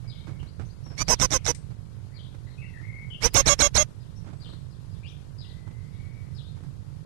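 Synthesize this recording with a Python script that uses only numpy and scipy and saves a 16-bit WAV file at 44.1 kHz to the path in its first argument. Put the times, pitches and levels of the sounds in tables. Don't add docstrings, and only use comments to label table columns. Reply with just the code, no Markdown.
import sys
import numpy as np
from scipy import signal
from scipy.fft import rfft, irfft, next_fast_len
from scipy.io import wavfile
from scipy.ndimage import uniform_filter1d

SR = 44100
rng = np.random.default_rng(int(sys.argv[2]) if len(sys.argv) > 2 else 0)


def bounce(signal):
    frames = np.transpose(np.atleast_2d(signal))
    limited = np.clip(frames, -1, 1)
    pcm = np.round(limited * 32767).astype(np.int16)
    wavfile.write(sys.argv[1], SR, pcm)


def ratio_of_db(decibels):
    return 10 ** (np.asarray(decibels, float) / 20)


N = 310905


def evened(x):
    return x / np.sqrt(np.mean(x ** 2) + 1e-20)


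def colour(x, points):
    size = next_fast_len(len(x) + 512)
    hz, db = np.transpose(points)
    log_hz = np.log(np.fft.rfftfreq(size, 1 / SR) + 1)
    gain = ratio_of_db(np.interp(log_hz, np.log(hz), db))
    return irfft(rfft(x, size) * gain, size)[:len(x)]


def wander(count, hz, room=6000):
    noise = rng.standard_normal(max(count, room) + room)
    b, a = signal.butter(2, hz / (SR / 2))
    return evened(signal.lfilter(b, a, noise)[room:])[:count]


def add(mix, start_s, sound):
    part = mix[max(round(start_s * SR), 0):][:len(sound)]
    part += sound[:len(part)]


def tail(t60):
    t = np.arange(SR // 2) / SR
    reflections = rng.random(len(t)) < .1
    echo = rng.standard_normal(len(t)) * ratio_of_db(-60 * t / t60) * reflections
    return echo / np.linalg.norm(echo)


# pitch_hz [Hz], level_db [dB per Hz]
BOX_AIR = [(25, -13.5), (50, -8.5), (70, -8), (100, -0.5), (140, -2), (170, -9), (210, -20.5), (300, -33.5),
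           (500, -39.5), (1000, -43), (2000, -48), (3000, -56), (7500, -61), (10500, -74.5)]
# time_s [s], level_db [dB]
TRAFFIC = [(0, -44.5), (.2, -49.5), (.41, -39.5), (.55, -54.5), (.61, -39.5), (.7, -47), (1.8, -45),
           (1.95, -49.5), (2.3, -48.5), (3.85, -46), (3.94, -54), (4.2, -46.5), (5.2, -49), (5.8, -47),
           (7.05, -49)]
LUMPS_DB, LUMPS_HZ = 1, 8.2


def rumble():
    s, db = np.transpose(TRAFFIC)
    air = evened(colour(rng.standard_normal(N), BOX_AIR))
    boom = colour(air, [(230, -3.5), (400, -41.0)])
    traffic_db = np.interp(np.arange(N) / SR, s, db)
    swell = ratio_of_db(traffic_db + 10.5 + LUMPS_DB * wander(N, LUMPS_HZ))
    flicker = ratio_of_db(-36.0 + 0.81 * wander(N, 40))
    return swell * boom + flicker * (air - boom)


# pitch_hz [Hz], level_db [dB per Hz]
YARD_AIR = [(30, -10), (75, -11), (225, 5), (500, -1.5), (1000, -4), (1700, -8), (2500, -10.5), (4500, -9),
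            (6000, -13.5), (9000, -15.5), (11000, -17.5)]
YARD_DB = -57.5


def hiss():
    level = ratio_of_db(YARD_DB + 0.55 * wander(N, 6.7))
    return level * evened(colour(rng.standard_normal(N), YARD_AIR))


# start_s [s], level_db [dB],
# pitch factor [ratio], lead_db [dB]
CHIRPS = [(.074, -52, 1.0, 0), (1.045, -52.5, .97, -9), (2.14, -54, .95, -8), (3.3, -53.5, 1.02, -4.5),
          (4.0, -68.5, 1.0, -1), (4.4, -50.5, .98, -4.5), (4.7, -68, 1.03, 0), (4.913, -68.5, 1.0, 0),
          (5.381, -52.5, 1.0, 1.5), (5.9, -69.5, 0.99, -6.5), (6.345, -52.5, 1.0, -7)]
# delay_s [s], length_s [s], start_hz [Hz], end_hz [Hz], level_db [dB], warble_hz [Hz]
LEAD = (0, .03, 4900, 4951, 1, 139.5)
# delay_s [s], length_s [s], start_hz [Hz], end_hz [Hz], level_db [dB], warble_hz [Hz]
CHIRP_REST = [
    (0.019, .055, 4520, 3167, 0.5, 320),
    (.065, .09, 3580, 3796, -6, 380),
]
# start_s [s], length_s [s], start_hz [Hz], end_hz [Hz], level_db [dB]
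SLURS = [(.39, 0.032, 3015, 2890, -58), (0.465, .033, 3760, 4900, -58.5), (0.647, 0.028, 5450, 6640, -63),
         (.689, .031, 3830, 4990, -59.5), (0.994, 0.046, 3900, 4490, -58), (1.24, .026, 6700, 6260, -63),
         (1.327, 0.076, 3410, 2040, -56.5), (2.115, .057, 1790, 2340, -62.5),
         (2.467, .03, 1902, 2050, -58.5), (2.45, 0.11, 3900, 4084, -64.5), (3.099, .067, 3254, 2850, -42),
         (4.159, 0.029, 5440, 5720, -58.5), (5.028, 0.07, 1884, 3850, -51), (5.083, 0.051, 3940, 2286, -58),
         (5.044, .07, 3800, 6300, -61.5)]
# start_s [s], length_s [s], start_hz [Hz], end_hz [Hz], level_db [dB]
WHISTLES = [(0, .47, 2280, 2187, -65), (0.829, .11, 5770, 5203, -56.5), (3.332, .15, 2790, 1500, -53.5),
            (2.573, .1, 2550, 2700, -50.5), (2.616, 0.036, 2320, 2032, -49),
            (2.732, .063, 1874, 1845, -48.5), (2.813, .24, 2114, 2224, -47),
            (4.292, .35, 7680, 8150, -76.5), (5.399, .56, 1946, 2080, -66.5), (5.893, .4, 2200, 2270, -64),
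            (5.899, .5, 1980, 1933, -70)]
SLUR_WARBLE_HZ, WHISTLE_WARBLE_HZ = 157, 60


def far_notes():
    notes = []
    for s, db, pitch, lead_db in CHIRPS:
        for k, (delay, length, start_hz, end_hz, part_db, warble_hz) in enumerate([LEAD, *CHIRP_REST]):
            note_db = db + part_db + lead_db * (k == 0)
            notes.append((s + delay, length, pitch * start_hz, pitch * end_hz, note_db, warble_hz))
    notes += [(*row, SLUR_WARBLE_HZ) for row in SLURS]
    return notes + [(*row, WHISTLE_WARBLE_HZ) for row in WHISTLES]


def far_birds():
    out = np.zeros(N)
    for s, length, start_hz, end_hz, db, warble_hz in far_notes():
        count = round(length * SR)
        slide = np.linspace(0, 1, count) ** 0.84
        hz = start_hz + (end_hz - start_hz) * slide + warble_hz * wander(count, 140, room=21000)
        grain_db = np.clip(warble_hz / 70 * wander(count, 70, room=9000), -12, 3)
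        tone = np.sin(2 * np.pi * np.cumsum(hz) / SR)
        add(out, s, ratio_of_db(db + grain_db + 4.5) * tone * signal.windows.tukey(count, .3))
    return 0.84 * out + 0.93 * signal.fftconvolve(out, tail(0.43))[:N]


MAINS_HZ, BUZZ_START_S = 50, .0074


def buzz():
    ms = 1000 * ((np.arange(N) / SR - BUZZ_START_S) % (1 / MAINS_HZ))
    dip = np.minimum(ms / 0.4, 1) * np.exp(-(ms / 0.48) ** 2)
    peak = 1.06 * np.exp(-((ms - 1.7) / 0.56) ** 2)
    sag = 0.37 * np.exp(-((ms - 4.5) / 2.0) ** 2)
    return ratio_of_db(-41.5) * (peak - dip - sag)


# start_s [s], level_db [dB], length_s [s]
SCUFFS = [(0.054, -56.5, 0.049), (0.211, -56, .015), (0.29, -43, 0.047), (.362, -55.5, 0.018),
          (0.403, -53, 0.012), (0.434, -46, 0.013), (.466, -51, .017), (0.61, -44, 0.041),
          (.868, -47.5, .021), (0.924, -49, 0.052), (1.712, -50, 0.023), (2.35, -47.5, 0.013),
          (2.818, -54, 0.013), (3.913, -58, .017), (4.248, -53.5, .016), (4.285, -48, 0.057),
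          (4.338, -51, 0.02), (4.414, -56.5, 0.016), (4.433, -60, .017), (4.464, -54, 0.019),
          (4.498, -52, 0.028), (4.537, -48, .016), (5.183, -62, .021), (5.679, -49, .02),
          (5.715, -52, .014), (6.578, -52.5, .031), (6.61, -57, .016), (6.649, -54.5, 0.041)]
# pitch_hz [Hz], level_db [dB]
WOOD = [(60, -12.5), (250, 11), (500, -0.5), (1400, -6), (2500, -14), (3200, -43)]
GRIT_DB = -13


def claws():
    dull, grit = np.zeros((2, N))
    for s, db, length in SCUFFS:
        u = np.arange(round(2.5 * length * SR)) / (0.35 * length * SR)
        stroke = ratio_of_db(db) * np.e * u * np.exp(-u)
        add(dull, s - 0.49 * length, stroke)
        add(grit, s - 0.49 * length, ratio_of_db(GRIT_DB) * stroke)
    big_slips = ratio_of_db(2.76 * np.minimum(rng.exponential(1, N), 3.0)) * (rng.random(N) < .03)
    slips = rng.standard_normal(N) * (.3 + big_slips)
    slips = slips * np.sqrt(N) / np.linalg.norm(slips)
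    bright = [(2000, -31), (3000, 1), (8000, -9), (10500, -25.0)]
    return 4.75 * colour(slips * dull, WOOD) + 2.7 * colour(slips * grit, bright)


OPENER_PEAK, OPENER_RISE_DB, OPENER_FALL_DB = (.76, .62), (-21.5, -29.5), (-18.5, -39)
OPENER_LOWER, OPENER_ROUGH = (.79, .842), (.45, 0.094, 0.13)


def opener(length, effort_db, from_hz, to_hz, burst):
    s = [0, OPENER_PEAK[burst] * length, length]
    shape_db = np.array([OPENER_RISE_DB[burst], 0, OPENER_FALL_DB[burst]])
    upper_hz = np.array([from_hz, to_hz, to_hz])
    return s, effort_db + shape_db, upper_hz, upper_hz * OPENER_LOWER[burst], OPENER_ROUGH


ONSET_DB, CLIMB_DB, LEAP_DB = (-18, -12.5), (-11, -10), (-2.5, -2)
SAG_DB, CLOSE_DB = (-1, -7), (-23.5, -36)
CLIMB_S, LEAP_S, SETTLE_S, RELEASE_S = (.013, .013), (.027, .025), (.04, .039), 0.017
ONSET_PITCH, CLIMB_PITCH = (.88, .73), (0.92, .87)
OVERSHOOT, DROOP = (1.011, 0.98), 0.89
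LOWER_LEAD, LOWER_JUMP, LOWER_LEAP = .03, (.1, .01), (.3, .72)
ROUGH = (.5, .3, .2, .09, .08, .3)


def gesture(length, held_hz, below_hz, leap_hz, burst, effort_db):
    s = [0, CLIMB_S[burst], LEAP_S[burst], SETTLE_S[burst], length - RELEASE_S, length]
    shape_db = np.array([ONSET_DB[burst], CLIMB_DB[burst], LEAP_DB[burst], 0, SAG_DB[burst], CLOSE_DB[burst]])
    leap = leap_hz / held_hz
    upper = np.array([ONSET_PITCH[burst], CLIMB_PITCH[burst], leap, OVERSHOOT[burst], 1, DROOP])
    lower_leap = LOWER_JUMP[burst] + (LOWER_LEAP[burst] - 1) * (leap - 1)
    lower = upper + [LOWER_LEAD, LOWER_LEAD, lower_leap, 0, 0, 0]
    return s, effort_db + shape_db, held_hz * upper, (held_hz - below_hz) * lower, ROUGH


OVERTONES_DB = [
    (0, 0, -6, -55.5),
    (0, 0, -1, -45.5),
]
# pitch_hz [Hz], level_db [dB]
BEAK = [(1000, -27.5), (2250, -7.5), (2700, -41.5), (3100, -26), (3400, -12.5), (4200, -5), (4800, -9.5),
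        (5600, -1), (6600, -2.5), (7400, -12), (8500, -10), (10000, -20.5), (11500, -33.5)]


def rasp(points, lower_db, coupling_db, hoarse):
    s, *columns = np.transpose(points)
    t = np.arange(s[0], s[-1], 1 / SR)
    curves = [uniform_filter1d(np.interp(t, s, c), size=220, mode="nearest") for c in columns]
    effort_db, upper_hz, lower_hz, rough = curves
    rough = np.clip(hoarse * rough, 0, 1)
    soft_db = 0.33 * (effort_db.max() - effort_db)
    voices = []
    for hz, overtones in zip((upper_hz, lower_hz), OVERTONES_DB):
        jitter = 1 + .06 * rough * wander(len(t), 350)
        phase = 2 * np.pi * np.cumsum(hz * jitter) / SR
        voices.append(sum(ratio_of_db(db - k * soft_db) * np.cos((k + 1) * phase) for k, db in enumerate(overtones)))
    upper, lower = voices
    source = upper + ratio_of_db(lower_db) * lower + ratio_of_db(coupling_db) * upper * lower
    breath = 1.3 * rough * wander(len(t), 15000)
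    source = source * (1 + 0.91 * rough * wander(len(t), 300)) + breath
    sound = colour(source, BEAK)
    sound = sound / np.sqrt(uniform_filter1d(sound ** 2, size=500) + 1e-6)
    sound = sound * ratio_of_db(9.1 * rough * np.clip(wander(len(t), 160), -2.5, 1))
    return ratio_of_db(effort_db + 2.5) * sound * signal.windows.tukey(len(t), .22)


# start_s [s], length_s [s], effort_db [dB], from_hz [Hz], to_hz [Hz] (upper voice)
OPENERS = [
    (.974, .061, -21.5, 2750, 3008),
    (3.216, 0.071, -9.5, 2445, 3035),
]
# start_s [s], length_s [s], held_hz [Hz] (upper voice),
# below_hz [Hz] (lower voice under it), leap_hz [Hz] (top of the leap)
RASPS = [
    [(1.077, 0.077, 3052, 505.3, 3093), (1.19, 0.079, 3072, 511.4, 3823), (1.302, 0.081, 3096, 514.2, 3930),
     (1.444, 0.082, 3022, 480.7, 4063)],
    [(3.34, 0.083, 3270, 561, 3770), (3.455, 0.096, 3364, 578.7, 4335), (3.587, 0.1, 3342, 579, 4415),
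     (3.742, 0.1, 3318, 601.4, 4620)],
]
EFFORT_DB, EFFORT_STEP_DB = (-15, -7.5), (-2, -1.67)
LOWER_DB, LOWER_STEP_DB = (2.5, -2.5), (-1.86, -2)
COUPLING_DB, COUPLING_STEP_DB = (-11, -3.5), (1.5, 0.07)
HOARSE, HOARSE_STEP = (1.41, 0.887), (.15, .01)


def bird():
    out, rush = np.zeros((2, N))
    for burst, calls in enumerate(RASPS):
        for k, (start, length, *rest) in enumerate([OPENERS[burst], *calls]):
            effort_db = EFFORT_DB[burst] + (k - 1) * EFFORT_STEP_DB[burst]
            points = gesture(length, *rest, burst, effort_db) if k else opener(length, *rest, burst)
            lower_db = LOWER_DB[burst] + k * LOWER_STEP_DB[burst]
            coupling_db = COUPLING_DB[burst] + k * COUPLING_STEP_DB[burst]
            hoarse = HOARSE[burst] + k * HOARSE_STEP[burst]
            add(out, start, rasp(np.transpose(points), lower_db, coupling_db, hoarse))
            puff = np.hanning(round((length + 0.032) * SR))
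            add(rush, start - .016, ratio_of_db(max(points[1]) - 17) * puff)
    air = evened(colour(rng.standard_normal(N), [(500, 2), (2500, 5.5), (6500, -3.5), (11000, -10.5)]))
    ring = signal.fftconvolve(out, tail(0.073))[:N]
    return out + rush * air + ratio_of_db(-28.0) * ring


# pitch_hz [Hz], level_db [dB]
SNAP = [(1000, -29.5), (2100, 0), (3000, -11.5), (5800, 1), (7000, -4), (8500, 5.5), (11000, -16)]
SNAP_S, SNAP_DB = 1.547, -39


def snap():
    t = np.arange(SR // 5) / SR
    crack, scatter = ratio_of_db(-60 * t / .04), ratio_of_db(-8 - 60 * t / .26)
    burst = (crack + scatter) * np.minimum(t / .002, 1)
    out = np.zeros(N)
    add(out, SNAP_S, ratio_of_db(SNAP_DB) * burst * evened(colour(rng.standard_normal(len(t)), SNAP)))
    return out


# start_s [s], peak_db [dB]
BEAK_CLICKS = [
    (3.337, -20),
    (3.3422, -4),
]


def beak_clicks():
    u = np.linspace(-7, 7, num=15) / .95
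    out = np.zeros(N)
    for s, db in BEAK_CLICKS:
        add(out, s, ratio_of_db(db) * (u ** 2 - 1) * np.exp(-u ** 2 / 2))
    return out


def scene():
    far = far_birds()
    dulled = colour(far, [(1500, -16.5), (2500, -17), (5000, -29.5)])
    through_wall = signal.fftconvolve(dulled, tail(.06))[:N]
    return np.array([far + hiss() + snap(), bird() + claws() + rumble() + through_wall])


# pitch_hz [Hz], level_db [dB]
PRODUCTS = [(20, -10.5), (45, 6.5), (300, 0), (1100, -2), (2500, -6.5), (5000, -8), (11300, -18.5)]


def overloaded(x):
    treble = colour(x, [(900, -38.5), (1800, 1.5)])
    squashed = 0.42 * np.tanh(treble / 0.45)
    rectified = np.sqrt(squashed ** 2 + 0.08 ** 2) - .08
    products = colour(rectified, [(1, -64), *PRODUCTS])
    return 0.79 * np.tanh((x - treble + squashed + 2.045 * np.roll(products, shift=3)) / 0.68)


def starved(x):
    hz, _, z = signal.stft(x, SR, nperseg=2048)
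    power_db = 10 * np.log10(uniform_filter1d(abs(z) ** 2, size=5, axis=1) + 1e-20)
    usual_db = np.median(power_db, axis=2, keepdims=True)
    margin_db = np.reshape([3.2, 1.2], (2, 1, 1))
    under_db = usual_db - margin_db - power_db
    keep = np.where(hz[:, None] > 1700, ratio_of_db(-np.clip(12.0 * under_db, 0, 25)), 1)
    return signal.istft(z * keep, SR, nperseg=2048)[1][:, :N]


def top_cut(x):
    return signal.sosfilt(signal.butter(12, 17510, fs=SR, output="sos"), x)


def record(dry):
    both = starved(np.array([dry[0] + buzz(), overloaded(dry[1])]))
    edge = signal.firwin(numtaps=401, cutoff=12150, window=("kaiser", 9), fs=SR)
    both = signal.oaconvolve(both, edge[None], "same")
    both[1] += beak_clicks()
    return top_cut(both)


dry = scene()
out = record(dry)
bounce(out)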